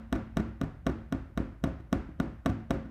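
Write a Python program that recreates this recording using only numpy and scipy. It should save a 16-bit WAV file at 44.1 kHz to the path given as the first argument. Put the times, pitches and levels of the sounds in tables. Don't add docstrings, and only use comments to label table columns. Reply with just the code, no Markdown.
import sys
import numpy as np
from scipy import signal
from scipy.fft import rfft, irfft, next_fast_len
from scipy.io import wavfile
from scipy.ndimage import uniform_filter1d

SR = 44100
rng = np.random.default_rng(int(sys.argv[2]) if len(sys.argv) > 2 else 0)


def dump_mix(stems):
    frames = np.atleast_2d(stems).T
    limited = np.clip(frames, -1, 1)
    pcm = np.round(limited * 32767).astype(np.int16)
    wavfile.write(sys.argv[1], SR, pcm)


def makeup_ratio(level_db):
    decades = np.asarray(level_db, float) / 20
    return 10 ** decades


N = 127890
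LEAD = 882


def along(points, hz):
    f, v = np.transpose(points)
    return np.interp(np.log(hz + 1), np.log(f + 1), v)


def coloured(x, points):
    m = next_fast_len(len(x) + 8192)
    gain = makeup_ratio(along(points, np.fft.rfftfreq(m, 1 / SR)))
    return irfft(rfft(x, m) * gain, m)[:len(x)]


def contact_time(start_s):
    first = round(start_s * SR) - LEAD
    return first, np.arange(first, first + SR // 3) / SR - start_s


SCATTER_DB = 1.5

# (pitch_hz, level_db, time to fall 60 dB: t60_s)
CASE = [(669, 9.5, 0.026), (1240, 4, 0.019), (1449, 4.5, 0.036), (1670, -5, 0.019), (2200, -9.5, 0.03),
        (3090, -1.5, 0.0055), (3278, -0.5, 0.0059), (3780, -3, 0.015), (5400, -23, 0.0045),
        (5520, 6, 0.0023), (7870, -11.5, 0.01), (8300, -28, 0.0074), (11220, -6.5, 0.0021),
        (13800, -10, .004)]
# (delay_s, level_db)
ECHOES = [(.0013, -9.5), (.0145, -33.5)]
# (pitch_hz, level_db)
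SHADOW = [(4000, 0), (4350, -10), (4800, -12), (5200, 0)]
CASE_DB, CRACK_DB, CRACK_T60_S = -3.5, -29.5, 0.024
RISE_CYCLES = 0.49
TICK_DULL_DB = 5.5


def click(t, dull_db):
    length, t = len(t), t[:SR // 10]
    u = np.maximum(t, 0)
    crack = uniform_filter1d(rng.standard_normal(len(t)), size=3) * (t > 0)
    x = makeup_ratio(CRACK_DB - 60 * u / CRACK_T60_S) * crack
    for hz, db, t60 in CASE:
        level_db = db + dull_db * (hz < SR / 20) + SCATTER_DB * rng.standard_normal()
        rise = 1 - np.exp(-u * hz / RISE_CYCLES)
        x = x - makeup_ratio(level_db - 60 * u / t60) * np.sin(2 * np.pi * hz * u) * rise
    x = x + sum(-makeup_ratio(db) * np.roll(x, round(s * SR)) for s, db in ECHOES)
    x = coloured(x, SHADOW) * (t > -1 / SR)
    return makeup_ratio(CASE_DB) * np.pad(x, (0, length - len(t)))


# (pitch_hz, level under a clack: clack_db, under a bounce: bounce_db, t60_s)
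DESK = [(64.9, -9.5, -7.5, 0.14), (102.7, -18, -8.5, 0.16), (158.5, -6.5, -6.5, 0.052),
        (201.7, -9, -7.5, 0.032), (225.9, -14.5, -17, 0.18), (266.7, -7, -12.5, 0.16),
        (320.1, -19, -6, 0.14), (368.5, -15.5, -20.5, 0.098), (409.5, -19.5, -19, 0.049),
        (537.2, -17.5, -29, 0.071), (643, -29, -23, 0.073), (735.3, -32, -31.5, 0.21)]
# (low_hz, high_hz)
WITH_PUSH_HZ = (120, 350)
SWELL_S = .0038


def thud(t, column, scatter_db):
    gains = makeup_ratio(scatter_db * rng.standard_normal(len(DESK)))
    u = np.maximum(t, 0)
    x = np.zeros(len(t))
    for gain, row in zip(gains, DESK):
        hz, t60 = row[0], row[-1]
        with_push = column == 2 or WITH_PUSH_HZ[0] < hz < WITH_PUSH_HZ[1]
        sign = 1 if with_push else -1
        x += sign * gain * makeup_ratio(row[column] - 60 * u / t60) * np.cos(2 * np.pi * hz * t)
    return np.exp(np.minimum(t, 0) / SWELL_S) * x


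# (start_s, clack_db, thud_db, chatter_db)
EARLIER = (-.125, -28, -17, -20)
# (start_s, clack_db, thud_db, chatter_db)
CLACKS = [(0.1268, -27.5, -21, -15), (0.3703, -27.5, -21, -13.5), (0.614, -32, -22, -21),
          (0.8665, -28, -20, -9.5), (1.1246, -31.5, -24, -16), (1.3755, -30, -23, -13.5),
          (1.6396, -28.5, -19, -11), (1.928, -27, -18.5, -18.5), (2.2004, -29.5, -20, -30.5),
          (2.46, -26.5, -19, -7), (2.707, -27, -18.5, -10)]
TOUCH_S, TOUCH_DB = .009, -35
CHATTER_S, THUD_LAG_S = .0045, .0025


def clacks():
    out = []
    for s, clack_db, thud_db, chatter_db in [EARLIER] + list(CLACKS):
        first, t = contact_time(s)
        hard = click(t, 0)
        hard = hard + makeup_ratio(TOUCH_DB) * click(t + TOUCH_S, TICK_DULL_DB)
        hard = hard + makeup_ratio(chatter_db) * click(t - CHATTER_S, TICK_DULL_DB)
        soft = makeup_ratio(thud_db) * thud(t - THUD_LAG_S, column=1, scatter_db=SCATTER_DB)
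        out.append((first, clack_db, hard, soft))
    return out


# (start_s, thud_db, tick_db)
BOUNCES = [(0.1575, -24.5, -42.5), (0.4001, -25.5, -43), (0.6383, -31.5, -48.5), (0.8962, -26, -44.5),
           (1.1499, -30.5, -54), (1.4037, -28.5, -70), (1.675, -28.5, -54), (1.9624, -29, -68),
           (2.2327, -30, -57), (2.4977, -25.5, -41.5), (2.742, -26.5, -50)]
# (start_s, thud_db, tick_db)
LIFTS = [(0.278, -56, -96), (0.479, -47, -62), (0.769, -54, -82), (.99, -46.5, -72), (1.301, -52, -73),
         (1.522, -49, -85), (1.804, -42.5, -60.5), (2.092, -44, -86), (2.331, -52, -66), (2.602, -52, -62),
         (2.857, -45.5, -62)]
TICK_BEFORE_S, TICK_AFTER_S, FIRST_TICK_DB = .0037, .0023, -2
BOUNCE_SCATTER_DB = 5


def bounces_and_lifts():
    out = []
    for s, thud_db, tick_db in BOUNCES + LIFTS:
        first, t = contact_time(s)
        ticks = makeup_ratio(FIRST_TICK_DB) * click(t + TICK_BEFORE_S, TICK_DULL_DB)
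        ticks = ticks + click(t - TICK_AFTER_S, TICK_DULL_DB)
        soft = makeup_ratio(thud_db) * thud(t, column=2, scatter_db=BOUNCE_SCATTER_DB)
        out.append((first, tick_db, ticks, soft))
    return out


# (pitch_hz, t60_s)
ROOM = [(50, 0.37), (110, 0.71), (280, 0.34), (740, 0.44), (1940, 0.66), (5120, 0.56), (13500, 0.13)]
EARLY_DB, EARLY_T60_S = -6, 0.049


def room_answer(colour):
    hz, t, z = signal.stft(rng.standard_normal(SR // 2), SR, nperseg=512, noverlap=384)
    fading = z * makeup_ratio(-60 * t / along(ROOM, hz)[:, None])
    late = signal.istft(fading, SR, nperseg=512, noverlap=384)[1]
    u = np.arange(len(late)) / SR
    early = rng.standard_normal(len(late)) * makeup_ratio(-60 * u / EARLY_T60_S)
    x = late / np.linalg.norm(late) + makeup_ratio(EARLY_DB) * early / np.linalg.norm(early)
    x = x * (1 - np.exp(-u / 0.001))
    return coloured(np.pad(x, (220, 0)), colour)[220:]


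# (start_s, level_db)
RINGS = [
    (-.09, -34.5),
    (0.157, -34.5),
    (.4, -36),
    (.9, -37),
    (1.15, -49.5),
    (2.235, -45),
    (2.499, -34.5),
    (2.741, -35.5),
]
RING_HZ, RING_T60_S, RING_RISE_S = 223.9, 0.61, 0.011


def desk_ring():
    x = np.zeros(N)
    for s, db in RINGS:
        u = np.maximum(np.arange(N) / SR - s, 0)
        rise = 1 - np.exp(-u / RING_RISE_S)
        x += makeup_ratio(db - 60 * u / RING_T60_S) * rise * np.sin(2 * np.pi * RING_HZ * u)
    return x


# (pitch_hz, level_db per Hz)
AIR = [(26, -37.5), (45, 6), (101, -1.5), (426, -34), (631, -24.5), (1600, -47), (2250, -48), (4240, -55.5),
       (15500, -58.5)]
AIR_DB = -49


def air():
    x = coloured(rng.standard_normal(N), AIR)
    return makeup_ratio(AIR_DB) * x / x.std()


# (pitch_hz, level_db)
WET = [(50, -4), (110, -3.5), (200, -11), (300, -5.5), (500, -1), (1000, -3.5)]
# (pitch_hz, level_db)
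WASH = [(250, -14), (450, 22), (750, 28.5), (1400, 25.5), (2900, 10), (4500, 1.5), (8000, -4),
        (14000, -11.5)]
SAME_SHARE = .5


def scene():
    mix = np.zeros(N + 2 * SR)
    same = room_answer(WASH)
    for first, click_db, hard, soft in clacks() + bounces_and_lifts():
        start = first + SR
        wet = signal.fftconvolve(soft, room_answer(WET))
        wash = np.sqrt(SAME_SHARE) * same + np.sqrt(1 - SAME_SHARE) * room_answer(WASH)
        mix[start:][:len(wet)] += wet
        mix[start + LEAD:][:len(wash)] += makeup_ratio(click_db) * wash
        mix[start:][:len(soft)] += soft + makeup_ratio(click_db) * hard
    return (mix[SR:SR + N] + desk_ring() + air())[None]


def roll_off(x):
    return signal.sosfilt(signal.butter(12, 16490, fs=SR, output="sos"), x)


# (pitch_hz, level_db)
MIC = [(20, -9), (40, 0), (14700, 0), (15400, -10)]


def record(dry):
    mix = coloured(dry[0], MIC)[None]
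    return roll_off(mix)


dry = scene()
out = record(dry)
dump_mix(out)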